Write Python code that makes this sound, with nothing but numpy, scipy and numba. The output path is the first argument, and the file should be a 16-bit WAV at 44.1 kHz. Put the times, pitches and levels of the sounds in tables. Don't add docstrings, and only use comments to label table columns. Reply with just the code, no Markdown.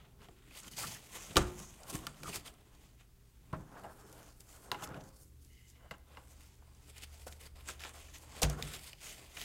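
import sys
import numpy as np
from scipy import signal
from scipy.fft import rfft, irfft, next_fast_len
from scipy.io import wavfile
from scipy.ndimage import uniform_filter1d
from numba import njit

SR = 44100
rng = np.random.default_rng(int(sys.argv[2]) if len(sys.argv) > 2 else 0)


def transcribe(u):
    v = np.clip(np.atleast_2d(u).T, -1, 1)
    q = np.round(v * 32767).astype(np.int16)
    wavfile.write(sys.argv[1], SR, q)


N = 416304

# frequency in Hz, relative level in dB.
AIR_SPECTRUM = [(12, -36.5), (20, -2), (70, 3.5), (96, -17), (127, -9.5), (146, -15.5), (210, -18.5),
                (241, -17.5), (270, -36), (347, -28), (377, -38.5), (642, -46.5), (1060, -39.5),
                (3630, -41), (16000, -46.5)]
# frequency in Hz, average level in dB.
HUM_TONES = [(118.4, -70)]
# time in seconds, frequency in Hz, average level in dB.
MOTOR_DRONE = [(5.15, 72.4, -72), (5.35, 71.95, -60), (6.2, 72, -66.5), (6.32, 73.8, -62),
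               (6.86, 73.2, -62), (7.04, 73.6, -56.5), (7.88, 72.75, -56.5), (8.05, 74.6, -59),
               (8.38, 73.8, -61)]
AIR_DB, HISS_DB = -62, -74
ROOM_T60_S, ROOM_DAMP, ROOM_DB = 0.39, 0.57, -24
TOP_HZ = 15800

# start in seconds, length in seconds, level in dB.
SLIDES = [(5.5, 0.17, -73), (5.73, .16, -76)]
# start in seconds, level in dB, frequency in Hz.
SNAGS = [(0.5085, -48, 2500), (0.5494, -48, 2720), (0.5744, -48, 3780), (0.6793, -46, 3120),
         (0.7344, -46, 3000), (0.9506, -46, 1720), (2.245, -41, 1410), (2.257, -34.5, 1220),
         (2.2644, -39, 1250), (2.2786, -35, 1240), (2.2874, -49, 2760), (2.2974, -42, 2900),
         (2.3264, -42, 2670), (2.3307, -35.5, 2440), (2.477, -41, 3160), (4.8377, -43.5, 3440),
         (4.8743, -39, 1170), (4.9423, -40, 1410), (7.032, -44, 3070)]
# start in seconds, peak level in dB, fade time in seconds, centre frequency in Hz,
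# width as a share of the centre.
PUFFS = [(0.63, -40.5, 0.0074, 6900, 0.27), (0.641, -47, 0.0067, 2550, 0.45),
         (0.677, -45.5, 0.0072, 3130, 0.65), (0.717, -58, 0.01, 2960, 0.65),
         (0.7315, -49, 0.0091, 2970, 0.82), (0.767, -34, 0.008, 5000, 0.9), (0.832, -40, 0.01, 1310, 0.41),
         (0.958, -47, 0.012, 1740, 0.45), (1.133, -56, 0.0058, 3470, 0.65), (1.898, -32, 0.012, 7170, 0.72),
         (1.947, -49, 0.0088, 1730, 0.79), (2.2325, -36, 0.002, 1400, 1.1), (2.3265, -44, 0.01, 2420, 0.49),
         (2.449, -47, 0.018, 3130, 0.54), (2.473, -45.5, 0.01, 3140, 0.51), (2.538, -54, 0.003, 6100, 0.9),
         (2.749, -55, 0.003, 4940, 0.9), (3.527, -39.5, 0.03, 780, 0.88), (3.795, -55, 0.004, 10570, 0.5),
         (4.833, -42, 0.012, 3147, 0.59), (4.845, -35, 0.0035, 10800, 0.5),
         (4.872, -41.5, 0.005, 5200, 0.52), (4.888, -46, 0.0033, 6500, 0.8),
         (4.942, -44.5, 0.005, 2780, 0.49), (5.005, -50, 0.0075, 4000, 0.86),
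         (5.037, -52.5, 0.005, 6000, 0.74), (5.088, -48.5, 0.0036, 7440, 0.97),
         (5.16, -53, 0.0089, 7150, 0.65), (5.981, -51, 0.0032, 10560, 0.5),
         (6.083, -62, 0.0046, 7030, 0.94), (6.553, -57, 0.0035, 7120, 0.73),
         (6.748, -53.5, 0.003, 6520, 0.33), (6.976, -39, 0.01, 6200, 0.74),
         (7.018, -42.5, 0.01, 6660, 0.65), (7.04, -50, 0.006, 3060, 1), (7.277, -44, 0.009, 4170, 0.76),
         (7.554, -65, 0.01, 2320, 0.62), (7.61, -52, 0.0033, 9440, 0.56), (7.6846, -34, 0.014, 1520, 0.38),
         (8.153, -43.5, 0.0066, 2150, 0.48), (8.182, -43, 0.0025, 9500, 0.5),
         (8.417, -18, 0.022, 6600, 0.85), (8.427, -22.5, 0.015, 2850, 0.92), (8.873, -42, 0.01, 3425, 0.5),
         (9.3701, -34.5, 0.0049, 2490, 0.95), (9.396, -51, 0.0029, 8000, 0.8)]

# start in seconds, tick level in dB, wall ring level in dB, thump level in dB,
# ring centre in Hz, tick centre in Hz, thump centre in Hz.
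TRAY_TAPS = [(0.2858, -50, -40.5, -53.5, 715, 2980, 447), (0.508, -57, -50, -72, 2470, 3380, 129),
             (0.84, -43, -27, -70, 1370, 6850, 275), (1.3089, -52, -49, -51, 501, 6210, 255),
             (1.3575, -23, -19.5, -25, 2370, 3190, 304), (1.368, -7.5, -5.5, -20.5, 1170, 4650, 287),
             (1.6001, -39, -44, -51, 1060, 7320, 102), (1.833, -40.5, -50, -69, 1130, 5190, 133),
             (1.8994, -39, -39, -61, 1050, 7170, 256), (1.9537, -34.5, -35, -41, 1730, 6560, 285),
             (2.068, -28.5, -26.5, -50.5, 1380, 4400, 113), (2.144, -54, -50, -63, 1510, 3110, 113),
             (2.203, -50, -50, -49, 1350, 7540, 118), (2.2331, -36.5, -38, -47.5, 541, 7460, 336),
             (6.621, -69, -48, -70.5, 864, 3450, 116.4), (7.2673, -42, -30.5, -64, 515, 8840, 450),
             (7.3243, -41, -57, -69, 3215, 3320, 116), (7.6077, -49, -52, -73, 2465, 3180, 129.2),
             (7.6865, -33, -39, -55, 1820, 7060, 450), (7.7016, -37, -62, -72, 627, 6400, 127),
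             (7.7947, -41, -53, -64, 1063, 3116, 102), (7.8046, -41, -36, -71, 1730, 6160, 102),
             (7.8189, -42, -52, -75, 1543, 3480, 102), (7.8368, -32.5, -36, -62, 1670, 2980, 363),
             (7.849, -37, -29.5, -72, 1760, 3370, 129), (7.855, -45, -44, -72, 1660, 3060, 363),
             (7.893, -43, -43, -73, 1584, 7500, 124), (8.0842, -61.5, -43, -61, 1810, 8090, 102),
             (8.4208, -25, -16.5, -57, 682, 6620, 458), (8.4314, -16, -18, -24.5, 513, 6740, 103.3),
             (8.4493, -31, -31, -28.5, 520, 3010, 143), (8.4983, -30.5, -30, -48, 724, 6250, 140),
             (8.6248, -24.5, -39, -39, 3910, 3920, 151), (8.9307, -40, -39.5, -58, 2766, 3130, 112),
             (9.3678, -41, -31.5, -57, 2510, 7050, 101), (9.414, -33, -36, -58, 3000, 2970, 288)]
TABLE_TAPS = [(3.5296, -52, -41.5, -30.5, 558, 7210, 173.6), (3.842, -63.5, -37, -67, 825, 8000, 218),
              (4.127, -44.5, -59, -69, 606, 7720, 160), (4.4057, -43, -64, -65, 620, 6120, 101),
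              (4.7158, -22.5, -16.5, -64, 1065, 3190, 450), (4.7444, -43, -25, -57, 1140, 3180, 350),
              (4.823, -44, -33, -61, 830, 3100, 304), (4.9694, -65, -42.5, -48, 520, 3950, 101),
              (5.448, -49.5, -81, -69.5, 525, 6470, 121.6), (5.7004, -48, -67, -72, 2205, 7520, 124.6),
              (5.91, -35.5, -25, -70, 1375, 3040, 409), (5.9383, -59, -37, -72, 1390, 3150, 100),
              (6.1705, -51, -32, -66, 1207, 3590, 102)]
# frequency in Hz, time to fall 60 dB in seconds, relative level in dB.
TRAY_MODES = [(523, 0.027, -4), (710, 0.024, -4.5), (940, 0.039, -13.5), (1194, 0.04, -3),
              (1360, 0.035, -2), (1766, 0.047, -6), (2030, 0.011, -11.5), (2401, 0.032, -1.5),
              (2940, 0.034, 0.5), (3470, 0.01, -5), (4434, 0.026, -5.5)]
TABLE_MODES = [(531, 0.8, -12), (631, 0.19, 2), (797, .14, -24), (832, 0.2, 2), (1001, 0.056, 8.5),
               (1084, 0.064, 1.5), (1380, 0.024, 10), (1570, 0.027, 11), (2060, 0.033, 20.5),
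               (2210, .05, -15), (2750, 0.047, 21), (2865, 0.021, 34), (3203, 0.023, -23)]
TOP_MODES = [(147.4, 0.47, -1), (171, 0.15, -4), (221, .2, -6), (316, .13, -0.5), (359.4, 0.55, -0.5),
             (440, 0.097, -12.5)]
LEG_MODES = [(31.98, 0.22, -5), (56.4, .3, -2)]
THUMP_REACH = .17

# centre in Hz, width setting in Hz, relative level in dB.
SCRATCH = [(4200, 1800, -8.5), (4730, 1000, 0), (5370, 310, -2), (6450, 1600, 1.5), (7430, 870, -0.6),
           (8280, 2100, 0)]
COARSE = [(2024, 640, 0.5), (2520, 570, -0.5), (2980, 550, -1), (3500, 1100, -2)]
FINE = [(9300, 1300, -2), (10950, 5300, 1), (14000, 830, -6), (15300, 6000, -7.5)]
BOARD = [(487.8, 180, 0), (670, 290, 1.5), (866, 220, -0.5), (1060, 160, 0.5), (1340, 530, -1.5),
         (1610, 270, -9.5)]
SHAKE = [(86, 100, -1.5), (149, 120, 1.5), (218, 100, -5), (293, 80, -0.5), (397, 90, -2)]
SWAY = [(62, 40, -2.5), (103, 93, 1), (149, 40, -1)]
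HOLE = [(2063, 230, 0.3), (2940, 210, 1.4)]

# firmest moment in seconds, swell time in seconds,
# fade time in seconds, scratch level in dB, coarse part in dB relative to the scratch, board level in dB,
# table-top level in dB.
STROKES = [(.212, 0.032, 0.19, -69.5, 5, -64.5, -64), (.522, .25, .05, -70.5, 5.5, -72, -62),
           (.574, 0.09, 0.055, -55.5, -2, -63, -73), (.598, 0.12, .025, -60.5, -1, -65, -75),
           (.632, .012, 0.083, -66, 3, -59, -62), (.682, 0.084, 0.011, -56, -4, -58.5, -58),
           (0.715, 0.0057, .07, -55.5, -10, -66.5, -61), (.745, 0.076, .03, -68, -7, -66, -65),
           (0.783, 0.023, 0.23, -43, -4.5, -49.5, -61), (.866, 0.15, 0.15, -52, 0.5, -64, -53.5),
           (.94, 0.25, 0.077, -52.5, -2.5, -63.5, -65), (1.005, 0.23, 0.051, -70, 4.1, -64, -64),
           (1.156, 0.057, 0.071, -48.5, -2, -50, -60), (1.2, .11, .15, -58, -1.2, -60, -62),
           (1.27, .3, 0.25, -59.5, -0.5, -65, -63), (1.309, 0.023, 0.023, -63, 10, -62, -45.5),
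           (1.43, .11, 0.034, -56, -2.5, -52, -43.5), (1.588, 0.71, 0.17, -58.5, -5.5, -58, -63),
           (1.632, .21, 0.025, -63, -3.5, -65.5, -63), (1.84, 0.081, 0.09, -68, -3, -59, -70),
           (1.901, 0.038, 0.14, -50, -3, -51.5, -61), (1.952, 0.044, 0.032, -44.5, -4, -50.5, -40.5),
           (2.045, 0.23, 0.12, -65, 1, -58.5, -53.5), (2.232, 0.044, .11, -70, -5, -71, -54),
           (2.294, 0.085, 0.075, -48, -3.5, -51, -48.5), (2.366, 0.056, 0.044, -41, -5, -50.5, -50),
           (2.405, .11, 0.032, -63, 3, -66, -61), (2.465, 0.029, 0.044, -50.5, -3.5, -54, -62),
           (2.75, 0.15, 0.17, -80.5, 5, -71, -75), (2.856, 0.31, .11, -71.5, 0, -72, -73),
           (3.012, 0.048, 0.02, -70.5, 7, -71, -72), (3.612, 0.16, 0.045, -70.5, -7, -59, -54),
           (3.774, 0.18, 0.15, -73, -.5, -55.5, -68), (3.85, 0.051, 0.1, -67, -6, -50.5, -55),
           (3.94, .11, 0.075, -71, -21.5, -80, -68), (4.082, 0.26, 0.26, -71, -7, -59.5, -65),
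           (4.265, 0.69, 0.13, -64, -4.5, -63.5, -68), (4.404, 0.0072, 0.021, -60.5, -17, -74, -64),
           (4.52, 0.16, 0.51, -63.5, -7.5, -83, -76), (4.66, 0.25, 0.087, -83, -9, -87, -88),
           (4.838, 0.023, 0.032, -47.5, -7, -55, -64.5), (4.954, 0.4, 0.15, -71, 5.5, -48.5, -50.5),
           (5.09, 0.25, 0.037, -70, -13.5, -72, -55.5), (5.218, .11, .11, -65.5, -27, -79, -60.5),
           (5.42, 0.067, 0.24, -72, -16, -83.5, -78), (5.57, 0.2, 0.43, -72.5, -2, -92, -79.5),
           (5.702, 0.066, .05, -64, -10, -85, -81), (5.76, 0.046, 0.09, -75, 5, -80, -72),
           (5.86, 0.19, 0.11, -96, 8, -64, -77), (6.11, 0.066, 0.36, -73.5, 3.5, -62, -65.5),
           (6.319, 0.23, 0.096, -68, -7, -80, -74), (6.42, 0.2, 0.22, -68, -3, -73, -74.5),
           (6.49, 0.18, 0.059, -71, -3, -81.5, -80), (6.78, 0.13, 0.16, -76, -2, -83.5, -76),
           (6.899, 0.12, 0.051, -62.5, -2, -69, -65), (6.985, 0.069, .045, -57, 1, -64, -67),
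           (7.037, 0.036, 0.031, -51, 1, -62, -64), (7.143, 0.097, 0.28, -61.5, -3.5, -66.5, -74.5),
           (7.271, 0.013, 0.045, -55, -5, -59, -55), (7.31, .05, .21, -65, -6, -67, -67),
           (7.414, 0.041, 0.099, -62, 0, -67, -67), (7.469, 0.14, 0.025, -61.5, -0.5, -64, -64.5),
           (7.558, 0.0071, 0.28, -62, 0, -63.5, -67), (7.692, 0.049, 0.069, -51.5, -1, -52.5, -57.5),
           (7.804, 0.02, 0.13, -58.5, 1, -71, -74), (7.858, 0.075, 0.1, -58.5, 4, -54, -66),
           (7.99, 0.33, 0.35, -62, -0.5, -65, -67), (8.154, 0.057, 0.058, -55.5, -1.5, -65, -64),
           (8.22, 0.19, 0.15, -63.5, -11, -73, -78), (8.395, 0.22, 0.046, -56.5, 0, -68, -76),
           (8.6, 0.49, 0.077, -64, -6, -50, -52), (8.64, .03, 0.074, -58, 1.2, -65, -55),
           (8.75, 0.34, 0.089, -52, -0.7, -59.5, -56.5), (8.894, 0.26, 0.055, -54.5, -2, -62.5, -66),
           (9.037, 0.054, 0.26, -54, -2, -61, -68), (9.104, 0.17, .07, -53.5, 0.3, -64, -62),
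           (9.18, 0.027, 0.33, -61, 0.3, -62.5, -64.5), (9.362, 0.058, 0.2, -57, -1.2, -60, -64),
           (9.427, .11, 0.053, -48.5, -2, -63, -58.5)]
# time in seconds, scratch level in dB,
# coarse part in dB relative to the scratch, board level in dB, table-top level in dB.
RESTING = [(0, -82, 14.5, -70.5, -67.5), (.38, -96, -17, -80, -72), (1.1, -67, -4, -82, -68),
           (2.15, -70, -1, -65, -67), (2.6, -76.5, 2, -71, -68), (3.1, -86, -0.5, -82.5, -74.5),
           (3.5, -84, 5, -80.5, -71), (3.7, -82, -2, -69, -59.5), (4.4, -77.5, -19, -81.5, -71),
           (4.7, -77, -5, -83, -77), (4.79, -67.5, -1, -63, -69), (5.3, -92.5, -0.5, -86, -72.5),
           (6.03, -90.5, 6.5, -93.5, -73.5), (6.65, -80, 0.5, -74.5, -71), (7.1, -73.5, -4.5, -74, -75),
           (7.53, -95, 0, -83, -72.5), (8.1, -77, 4, -74.5, -79), (9.44, -83, -4, -95, -70)]
# dB relative to the tick, dB relative to the ring, dB relative to the thump, time scale in seconds.
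JUDDER = [(-19.5, -59.5, -45.5, .007), (-23.5, -39.5, -39.5, 0.01), (-59, -18, -9.5, 0.0085),
          (-59.5, -27, -5, .014), (-28, -59.5, -51, 0.0054), (-60, -44.5, -11.5, 0.034)]
JUDDER_FALL = 1.524
SWELL_DB = 20
FINE_DB, FINE_PER_COARSE = -4.5, -.25
SWAY_DB = -9.5
UNEVEN_DB, BOARD_PATCHY_DB, TOP_PATCHY_DB = 2.0, 3.0, 2.5
CRACKLE_SHARE, CRACKLE_DB, CRACKLE_SPREAD_DB = .002, 11, 1.5


def undb(db):
    return 10 ** (np.asarray(db) / 20)


def unit(x):
    return x / np.sqrt(np.mean(x ** 2))


def curve(table):
    s, *columns = np.transpose(table)
    return np.array([np.interp(np.arange(N) / SR, s, c) for c in columns])


def band(x, hz, width_hz):
    return signal.lfilter(*signal.iirpeak(min(hz, SR / 2.2), hz / width_hz, fs=SR), x)


def twice_band(x, hz, width_hz):
    return band(band(x, hz, width_hz), hz, width_hz)


def colour(x, spectrum):
    hz, db = np.transpose(spectrum)
    size = next_fast_len(len(x))
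    f = np.maximum(np.arange(size // 2 + 1) * SR / size, 1)
    gain = undb(np.interp(np.log(f), np.log(hz), db))
    return unit(irfft(rfft(x, size) * gain, size)[:len(x)])


def walk(rate):
    k = int(SR / rate)
    return uniform_filter1d(np.repeat(rng.standard_normal(N // k + 1), k), k)[:N]


def add(out, s, x):
    i = int(s * SR)
    out[i:i + len(x)] += x[:N - i]


def grit(share, spread_db):
    return (rng.random(N) < share) * undb(spread_db * rng.exponential(size=N))


def rubbed(catches, peaks, rate, patchy_db):
    total = 0
    for hz, width, db in peaks:
        drive = catches * rng.standard_normal(N)
        level = undb(db + patchy_db * walk(rate))
        total = total + level * twice_band(drive, hz, 1.1 * width)
    return unit(total)


def room_tone():
    t = np.arange(N) / SR
    air = undb(AIR_DB + 0.31 * walk(7.4)) * colour(rng.standard_normal(N), AIR_SPECTRUM)
    hum = sum(np.sqrt(2) * undb(db + 1.5 * walk(2.0)) * np.sin(2 * np.pi * hz * t) for hz, db in HUM_TONES)
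    hz, db = curve(MOTOR_DRONE)
    fade_in = np.clip((t - MOTOR_DRONE[0][0]) / 0.37 + 1, 0, 1)
    fade_out = np.clip((MOTOR_DRONE[-1][0] - t) / 1.9 + 1, 0, 1)
    tone = np.sin(2 * np.pi * np.cumsum(hz) / SR)
    drone = np.sqrt(2) * undb(db + .4 * walk(3.6)) * tone * fade_in * fade_out
    hiss = undb(HISS_DB) * rng.standard_normal(N)
    return air + hum + drone + hiss


@njit
def walls(x, lags, gain, damp):
    line, soft, out = np.zeros((8, 4096)), np.zeros(8), np.zeros(len(x))
    for i in range(len(x)):
        total = 0.
        for k in range(8):
            soft[k] += (1 - damp) * (gain[k] * line[k, (i - lags[k]) & 4095] - soft[k])
            total += soft[k]
        out[i] = total
        for k in range(8):
            line[k, i & 4095] = x[i] + soft[k] - total / 4
    return out


def slides():
    t = np.arange(N) / SR
    gate = np.zeros(N)
    for s, length, db in SLIDES:
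        gate += undb(db) * np.clip(np.minimum(t - s, s + length - t) / 0.022 + 1, 0, 1)
    return gate * rubbed(grit(0.4, spread_db=0.5), HOLE, rate=14, patchy_db=1.0)


def snags():
    out, t = np.zeros(N), np.arange(int(.04 * SR)) / SR
    swell = t / 0.0032 * np.exp(1 - t / 0.0018)
    for s, db, hz in SNAGS:
        wobble = .5 * rng.standard_normal(len(t)).cumsum() / 8
        add(out, s, undb(db) * swell * np.sin(2 * np.pi * hz * t + wobble))
    return out


def puffs():
    out, t = np.zeros(N), np.arange(int(.12 * SR)) / SR
    for s, db, fade, hz, width in PUFFS:
        grains = rng.standard_normal(len(t)) * rng.exponential(size=len(t))
        puff = grains * (1 - np.exp(-t / 0.0021)) * np.exp(-(t / fade) ** 2)
        puff = band(band(puff, hz, width * hz), hz, 2 * hz)
        add(out, s, undb(db) * puff / np.max(np.abs(puff)))
    return out


def nearness(modes, hz, reach):
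    octaves = np.log2(np.array(modes)[:, :1] / hz)
    return undb(1.0 * rng.standard_normal(octaves.shape)) / (1 + np.abs(octaves / reach) ** 2.6)


def ring(modes, t, gains):
    hz, t60, db = np.transpose(modes)[:, :, None]
    y = np.sum(gains * undb(db - 60 * t / t60) * np.sin(2 * np.pi * hz * t), axis=0)
    return y / np.max(np.abs(y))


def taps(table, modes, reach, tick_s, knock_s, rock_db):
    out, t = np.zeros(N), np.arange(int(.6 * SR)) / SR
    push = 1 - np.exp(-t / 0.0061)
    rock = (1 - np.exp(-t / 0.015)) * ring(LEG_MODES, t, 1)
    for s, tick_db, ring_db, thump_db, hz, tick_hz, thump_hz in table:
        touch = rng.standard_normal(len(t)) * t * np.exp(-t / tick_s)
        tick = twice_band(touch, tick_hz, 1.1 * tick_hz) + undb(-13) * band(touch, 10000, 9000)
        knock = band(rng.standard_normal(len(t)) * np.exp(-t / knock_s), hz, 1.2 * hz)
        body = ring(modes, t, nearness(modes, hz, reach)) + 0.079 * knock / np.max(np.abs(knock))
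        body = (1 - np.exp(-t / 0.0012)) * body
        thump = push * ring(TOP_MODES, t, nearness(TOP_MODES, thump_hz, reach=THUMP_REACH))
        thump = thump + undb(rock_db) * rock
        tick = tick / np.max(np.abs(tick))
        add(out, s, undb(tick_db) * tick + undb(ring_db) * body + undb(thump_db) * thump)
    return out


def layer_powers(scratch_db, coarse_db, board_db, top_db):
    fine_db = scratch_db + FINE_DB + FINE_PER_COARSE * coarse_db
    return undb([scratch_db, scratch_db + coarse_db, board_db, top_db, fine_db, top_db + SWAY_DB]) ** 2


def contact():
    power = layer_powers(*curve(RESTING)).T.copy()
    for s, swell, fade, *db in STROKES:
        t = np.arange(-int(2 * swell * SR), int(2 * fade * SR)) / SR
        shape = undb(-SWELL_DB * np.where(t < 0, -t / swell, t / fade)) ** 2
        add(power, s + t[0], np.outer(shape, layer_powers(*db)))
    *share_db, scale = np.transpose(JUDDER)
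    judder = (1 + np.arange(int(.4 * SR))[:, None] / SR / scale) ** (-2 * JUDDER_FALL)
    for s, *db, _, _, _ in TRAY_TAPS + TABLE_TAPS:
        add(power, s + 0.004, judder * (undb(db) ** 2 @ undb(share_db) ** 2))
    return np.sqrt(uniform_filter1d(power.T, size=128))


def rubbing():
    scratch_gain, coarse_gain, board_gain, top_gain, fine_gain, sway_gain = contact()
    pressure_db = UNEVEN_DB * walk(45)
    crackle = undb(CRACKLE_DB) * grit(CRACKLE_SHARE, spread_db=CRACKLE_SPREAD_DB)
    catches = grit(.25, spread_db=1.5) + crackle
    catches = catches * undb(pressure_db + 1.1 * walk(140))
    board_catches = grit(.08, spread_db=1.25) * undb(pressure_db)
    out = scratch_gain * rubbed(catches, SCRATCH, rate=14, patchy_db=3.5)
    out += fine_gain * rubbed(catches, FINE, rate=15, patchy_db=1.5)
    out += coarse_gain * rubbed(catches, COARSE, rate=25, patchy_db=1)
    out += board_gain * rubbed(board_catches, BOARD, rate=12, patchy_db=BOARD_PATCHY_DB)
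    out += top_gain * rubbed(1, SHAKE, rate=5.4, patchy_db=TOP_PATCHY_DB)
    out += sway_gain * rubbed(1, SWAY, rate=4.9, patchy_db=1.5)
    return out


def scene():
    tray = taps(TRAY_TAPS, TRAY_MODES, reach=0.43, tick_s=.0007, knock_s=0.0044, rock_db=1.5)
    table = taps(TABLE_TAPS, TABLE_MODES, reach=0.42, tick_s=0.0006, knock_s=0.014, rock_db=-9)
    hands = slides() + snags() + puffs() + tray + table + rubbing()
    lags = np.array([563, 701, 887, 1069, 1303, 1571, 1873, 2203])
    echo = walls(hands + 1e-18, lags, undb(-60 * lags / SR / ROOM_T60_S), ROOM_DAMP)
    return (room_tone() + hands + undb(ROOM_DB) * echo)[None]


def record(dry):
    low_pass = signal.ellip(10, .2, 70, TOP_HZ, fs=SR, output="sos")
    return signal.sosfilt(low_pass, dry)


dry = scene()
out = record(dry)
transcribe(out)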